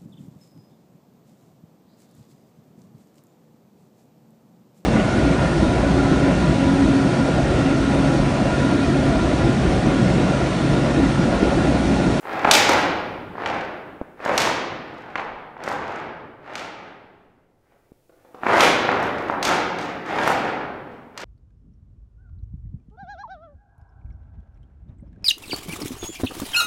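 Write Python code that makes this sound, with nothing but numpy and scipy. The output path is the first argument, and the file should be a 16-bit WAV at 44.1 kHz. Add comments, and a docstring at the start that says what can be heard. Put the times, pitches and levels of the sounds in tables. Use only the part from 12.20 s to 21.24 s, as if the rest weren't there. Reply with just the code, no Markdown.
"""In a sports hall, heard from a gallery, two people swing large cloth flags on poles.
Air flowing over the cloth makes it flutter and rustle; folds fill in dull flaps, and the free edge
cracks like a whip. A few dull knocks sound close by, and rubber soles pat the floor during a lull.
Floor and walls reflect each snap, and the hall reverberates for nearly two seconds, darkening as it
decays. Low air noise and a faint hiss lie underneath."""
import sys
import numpy as np
from scipy import signal
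from scipy.fft import rfft, irfft
from scipy.io import wavfile
from scipy.ndimage import uniform_filter1d

SR = 44100
rng = np.random.default_rng(int(sys.argv[2]) if len(sys.argv) > 2 else 0)


def dump_mix(stems):
    """Bounce the given channels to the path in sys.argv[1] as a 16-bit WAV at rate SR."""
    frames = np.atleast_2d(stems).T  # one column per channel
    limited = np.clip(frames, -1, 1)  # hard clip at full scale
    pcm = np.round(limited * 32767).astype(np.int16)
    wavfile.write(sys.argv[1], SR, pcm)


N = 398771

# spectrum of the hall's air noise: (frequency [Hz], relative level [dB])
AIR_SPECTRUM = [(25, 3.5), (60, -2), (130, 2.5), (200, -8), (350, -1.5), (700, -8.5), (1200, -26.5),
                (3400, -28.5), (8000, -35), (15000, -37.5)]
# envelope of the faint hiss: (time [s], level [dB])
HISS_ENVELOPE = [(0, -57), (1.1, -69), (2.8, -76), (5.249, -90.5), (5.501, -77), (6.5, -62.5), (8.9, -76)]
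# swings of a flag: (time at full speed [s], hold [s], flutter level [dB], final rustle level [dB])
SWINGS = [ (0.11, .17, -20.5, -40), (0.313, 0.041, -12.5, -8.5), (0.48, .1, -13, -22),
          (1.235, 0.12, -21, -39), (2.08, 0.171, -18, -19), (2.68, 0.41, -36.5, -52),
          (3.46, .08, -23.5, -37), (3.62, .21, -27.5, -52), (4.3, 0.12, -29.5, -33.5),
          (4.54, 0.16, -40.5, -62.5), (5.46, 0.057, -62, -57.5), (5.98, 0.21, -58.5, -58.5),
          (6.32, .12, -10, -10), (6.69, 0.17, -19.5, -40), (6.96, .17, -26.5, -49),
          (7.294, 0.028, -11.5, -20.5), (7.59, 0.12, -26, -40), (7.92, 0.171, -17.5, -22),
          (8.15, 0.14, -21.5, -35.5), (8.68, 0.062, -46, -46), (9.03, 0.028, -26, -51)]
# spectrum of fluttering cloth: (frequency [Hz], relative level [dB])
FLUTTER_SPECTRUM = [(25, -27.5), (60, -16), (130, -6.5), (180, -6), (290, 0.5), (600, 1.5), (850, 4.5),
                    (1000, -2.5), (1400, 0), (2100, -5.5), (3100, -16), (5000, -28), (8000, -43.5),
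                    (15000, -57)]
# spectrum of rustling creases: (frequency [Hz], relative level [dB])
RUSTLE_SPECTRUM = [(300, -13), (1000, -4.5), (2200, 13), (4000, 2), (6500, -3), (8500, -8.5), (10500, -12),
                   (13000, -19.5), (15500, -23.5)]
# the loudest folds filling with air: (time [s], level [dB])
FLAPS = [ (0.054, -28), (0.2505, -7.5), (0.4934, -10), (1.154, -27.5), (1.181, -25), (1.26, -23.5),
         (2.003, -30), (2.061, -15), (2.094, -14.5), (2.273, -15.5), (3.367, -31.5), (3.4766, -17),
         (3.5155, -24), (6.234, -18), (6.266, -11), (6.301, -14), (6.341, -11.5), (6.69, -11),
         (7.0985, -13), (8.076, -11), (8.411, -23.5)]
# the loudest whip cracks: (time [s], level [dB], tilt [dB/octave], gain toward the listener [dB])
CRACKS = [ (0.2465, -26.5, -15, 16), (0.3119, -3, 0, 1.5), (0.339, -15.5, 9, -1.5), (0.492, -22, 2, 4.5),
          (1.26, -20, -11.5, 3), (1.409, -37, -9, 6.5), (2.0504, -33.5, -1.5, 2), (2.178, -12, -0.5, 0.5),
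          (2.9555, -17, -16, 1.5), (2.977, -32.5, -13, 6.5), (3.4378, -35.5, -0.5, 1.5),
          (3.487, -35.5, 3, 0), (4.3545, -26, -4.5, 2), (6.4065, -13, -3, 3), (6.828, -43.5, 6, 2),
          (7.228, -14, -1, -4), (7.251, -23.5, -0.5, 6.5), (7.5866, -27.5, -4, -1.5),
          (7.86, -32.5, -3.5, -8), (7.987, -20.5, -12, 2.5), (8.076, -30, 8.5, 1),
          (8.9763, -28.5, -3.5, 1.5)]
# spectrum of a whip crack: (frequency [Hz], relative level [dB])
CRACK_SPECTRUM = [(100, -23), (500, -12.5), (1500, 2.5), (2500, 7), (4000, 5.5), (6500, 3.5), (8500, -3),
                  (10500, -11.5), (12500, -10), (14000, -14), (15500, -24.5)]
# dull knocks close by: (time [s], peak level [dB], frequency [Hz])
KNOCKS = [(1.814, -12, 450), (1.817, -21, 262), (5.719, -33.5, 279)]
# shoes landing on the floor: (time [s], level [dB])
FOOTSTEPS = [(5.205, -81), (5.26, -65.5), (5.52, -51), (5.895, -45), (6.048, -43.5), (6.145, -32.5)]
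# spectrum of a sole's impact: (frequency [Hz], relative level [dB])
SOLE_SPECTRUM = [(60, -15.5), (150, -10.5), (350, -2), (600, 2), (900, -8), (1500, -15), (2500, -25.5),
                 (6000, -40), (15000, -65)]
# early reflections off floor and walls: (delay [s], level against the direct sound [dB])
REFLECTIONS = [(.0022, -30), (0.014, -23.5), (0.024, -12), (0.0278, -9.5), (0.04, -7)]
# reverberation time of the hall: (frequency [Hz], time to decay by 60 dB [s])
HALL_T60 = [(100, 2.9), (260, 2.03), (700, 1.407), (1840, 1.233), (3200, 1.14), (4850, 0.9), (8000, 0.5),
            (12800, 0.36)]

ATTACK_S, RELEASE_S = 0.042, 0.03  # the flag gathers speed, then falls slack
RUSTLE_RISE_DB = 19.5  # the rustle grows through a swing as the cloth pulls taut
FLAP_HZ = 897
SMALL_FLAPS_PER_S, SMALL_FLAP_DB = 22, -8  # level against the swing's flutter
TICKS_PER_S, TICK_DB = 16, -21  # level against the swing's flutter
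TICK_TILT_DB, TICK_AIM_DB = -5, 6  # per octave; gain toward the listener
DIRECT_DB, HALL_DB, HALL_BUILD_S = -10, -5, 0.01955


def undb(db):
    """Amplitude grows tenfold for every 20 dB."""
    return 10 ** (np.asarray(db) / 20)


def unit(x):
    """Normalisation to an rms of one."""
    return x / np.sqrt(np.mean(x ** 2))


def along(points, hz):
    """Interpolation of (frequency [Hz], value) points on a logarithmic frequency axis."""
    f, value = np.transpose(points)
    return np.interp(np.log(np.maximum(hz, 1)), np.log(f), value)


def colour(x, spectrum, tilt_db=0, size=2048):
    """Minimum-phase filtering by a spectrum, tilted per octave about 3 kHz from 800 Hz upward."""
    hz = np.maximum(np.fft.rfftfreq(size, 1 / SR), 20)
    octaves = np.log2(np.maximum(hz, 800) / 3000)
    cepstrum = irfft(np.log(undb(along(spectrum, hz) + tilt_db * octaves)))
    cepstrum[1:size // 2] *= 2  # folding the cepstrum makes the filter causal
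    cepstrum[size // 2 + 1:] = 0
    return signal.fftconvolve(x, irfft(np.exp(rfft(cepstrum))))[:len(x)]


def add(track, s, sound):
    """Superposition: a sound adds to the track from time s."""
    i = int(np.clip(s * SR, 0, N - 1))
    track[i:i + len(sound)] += sound[:N - i]


def burst(x, db):
    """Equal energy: a transient is scaled to match 25 ms of steady sound at this level."""
    return x * undb(db) * np.sqrt(.025 * SR / np.sum(x ** 2))


def pop(hz, cycles, size=2048):
    """A heavily damped pressure oscillation whose envelope peaks after the given cycles."""
    turns = hz * np.arange(size) / SR
    return np.sin(2 * np.pi * turns) * turns / cycles * np.exp(1 - turns / cycles)


def background(air_db=-65.5):
    """Background: the hall's steady, low air noise, and beneath it a faint white hiss of drifting level."""
    air = undb(air_db) * unit(colour(rng.standard_normal(N), AIR_SPECTRUM))
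    hiss_db = np.interp(np.arange(N) / SR, *np.transpose(HISS_ENVELOPE))
    return air + undb(hiss_db) * rng.standard_normal(N)


def ripples(per_s, spread_db, rush_db):
    """Shot noise: random little slaps of cloth over the smooth rush of air, at constant mean power."""
    sizes = undb(spread_db * rng.uniform(-0.44, 1, N)) * rng.choice([-1, 1], N)
    slaps = (rng.random(N) < per_s / SR) * sizes
    noise = unit(slaps) + undb(rush_db) * rng.standard_normal(N)
    return noise / np.sqrt(uniform_filter1d(noise ** 2, size=900))


def swings(dulling_tilt=0.46, bright_above_db=-28):
    """Flow-induced flutter follows the flag's speed; rustle grows with tension and is duller when weak."""
    t, out = np.arange(N) / SR, np.zeros(N)
    flutter = unit(colour(ripples(per_s=200, spread_db=7.5, rush_db=-0.5), FLUTTER_SPECTRUM))
    creases = ripples(per_s=480, spread_db=7.5, rush_db=-2.0)
    for s, held, flutter_db, rustle_db in SWINGS:
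        near = slice(*np.searchsorted(t, [s - 4 * ATTACK_S, s + held + 6 * RELEASE_S]))
        age = t[near] - s
        speed = np.exp(-.5 * (np.minimum(age, 0) / ATTACK_S) ** 2 - np.maximum(age - held, 0) / RELEASE_S)
        slack = np.clip(1 - age / held, 0, 1)
        tilt_db = dulling_tilt * min(rustle_db - bright_above_db, 0)
        rustle = unit(colour(creases[near], RUSTLE_SPECTRUM, tilt_db))
        cloth = np.roll(flutter, rng.integers(N))[near]  # every swing ripples in its own way
        out[near] += speed * (undb(flutter_db) * cloth + undb(rustle_db - RUSTLE_RISE_DB * slack) * rustle)
    return out


def during(start, length, per_s, scatter_db=3, count=16):
    """Quasi-periodic events of random strength within one swing: (time [s], relative level [dB])."""
    slip, strength = rng.random(count), rng.standard_normal(count)
    times = (np.arange(count) + slip) / per_s
    return np.transpose([start + times, scatter_db * strength])[times < length]


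def small_flaps():
    """Travelling waves: lesser folds run down the cloth while a swing lasts, in rows like FLAPS."""
    return [(s, flutter_db + SMALL_FLAP_DB + db) for start, held, flutter_db, _ in SWINGS
            for s, db in during(start, held, SMALL_FLAPS_PER_S)]


def flaps(aimed_cycles=0.28, spread_cycles=0.27, shiver_db=-1, shiver_s=0.0011, aim_db=1.0, size=2048):
    """Impulsive radiation: a fold snaps taut and sends out a pulse; the listener also hears it shiver."""
    spread, aimed = np.zeros(N), np.zeros(N)
    lowpass = signal.butter(4, 2600, fs=SR)
    age = np.arange(size) / SR / shiver_s
    for s, db in list(FLAPS) + small_flaps():
        add(spread, s, burst(signal.lfilter(*lowpass, pop(FLAP_HZ, spread_cycles)), db))
        pulse = signal.lfilter(*lowpass, pop(FLAP_HZ, aimed_cycles))
        puff = rng.standard_normal(size) * age * np.exp(-age)
        shiver = signal.lfilter(*lowpass, colour(puff, FLUTTER_SPECTRUM))
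        add(aimed, s, burst(burst(pulse, 0) + burst(shiver, shiver_db), db + aim_db))
    # acoustic short circuit: air slips round the cloth, so it radiates little bass
    return signal.lfilter(*signal.butter(1, 170, "high", fs=SR), [spread, aimed])


def ticks():
    """Whip action on a small scale: the hem ticks while a swing lasts, in rows like CRACKS."""
    return [(s, flutter_db + TICK_DB + db, TICK_TILT_DB, TICK_AIM_DB)
            for start, held, flutter_db, _ in SWINGS for s, db in during(start, held, TICKS_PER_S)]


def cracks(fade_s=0.005, shock_db=-8, aimed_tilt_db=-0.2, size=2048):
    """Whip action: the free edge flicks round, radiating a shock and a brief, directional tearing noise."""
    spread, aimed = np.zeros(N), np.zeros(N)
    fade = np.exp(-np.arange(size) / SR / fade_s)
    shock = signal.unit_impulse(size)
    for s, db, tilt_db, aim_db in list(CRACKS) + ticks():
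        # summed over all directions, the crack has a smooth spectrum
        add(spread, s, burst(colour(shock, CRACK_SPECTRUM, tilt_db), db))
        whip = burst(rng.standard_normal(size) * fade, 0) + burst(shock, shock_db)
        add(aimed, s, burst(colour(whip, CRACK_SPECTRUM, tilt_db + aimed_tilt_db), db + aim_db))
    return np.array([spread, aimed])


def first_arrivals(x):
    """Specular reflection: delayed, weaker copies from floor and walls follow the direct sound."""
    out = x.copy()
    for delay, db in REFLECTIONS:
        add(out, delay, x * undb(db))
    return undb(DIRECT_DB) * out


def hall_response(size=1024):
    """A diffuse field builds up, then decays exponentially by absorption, the treble first."""
    hz, s, cells = signal.stft(rng.standard_normal(2 * SR), SR, nperseg=size)
    cells = cells * np.exp(-np.log(1000) * s / along(HALL_T60, hz)[:, None])
    tail = signal.istft(cells, SR, nperseg=size)[1]
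    build = 1 - np.exp(-np.arange(len(tail)) / SR / HALL_BUILD_S)
    return undb(HALL_DB) * tail * build / np.sqrt(SR / 10)


def reverberation(x, hop=2000, count=16):
    """Moving sources change their echo paths, so successive stretches of sound take turns among responses."""
    out = np.zeros(N)
    window = signal.get_window("hann", 2 * hop) ** .5
    padded = np.pad(x, (hop, 2 * hop))
    responses = [hall_response() for _ in range(count)]
    for k, start in enumerate(range(0, N + hop, hop)):
        wet = signal.fftconvolve(padded[start:start + 2 * hop] * window, responses[k % count])
        add(out, max(start - hop, 0) / SR, wet[max(hop - start, 0):])
    return out


def knocks(cycles=0.21):
    """Direct field alone: damped bumps, close by and too weak to excite the hall."""
    out = np.zeros(N)
    for s, db, hz in KNOCKS:
        add(out, s, undb(db) * pop(hz, cycles))
    return out


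def footsteps(fade_s=0.0082, size=2048):
    """Impact noise: soft rubber soles pat the floor, exciting little treble."""
    out = np.zeros(N)
    fade = np.exp(-np.arange(size) / SR / fade_s)
    for s, db in FOOTSTEPS:
        add(out, s, burst(colour(rng.standard_normal(size) * fade, SOLE_SPECTRUM), db))
    return out


def scene():
    """Direct and diffuse fields: sound aimed at the listener arrives first, the rest as reverberation."""
    spread, aimed = swings() + footsteps() + flaps() + cracks()
    return (first_arrivals(aimed) + reverberation(spread) + knocks() + background())[None]


def record(dry, top_hz=15700):
    """Saturation: the hardest crack overloads the microphone; a steep low-pass limits the bandwidth."""
    clipped = dry / (1 + dry ** 6) ** (1 / 6)
    return signal.sosfilt(signal.ellip(10, .2, 70, top_hz, fs=SR, output="sos"), clipped)


dry = scene()
out = record(dry)
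dump_mix(out)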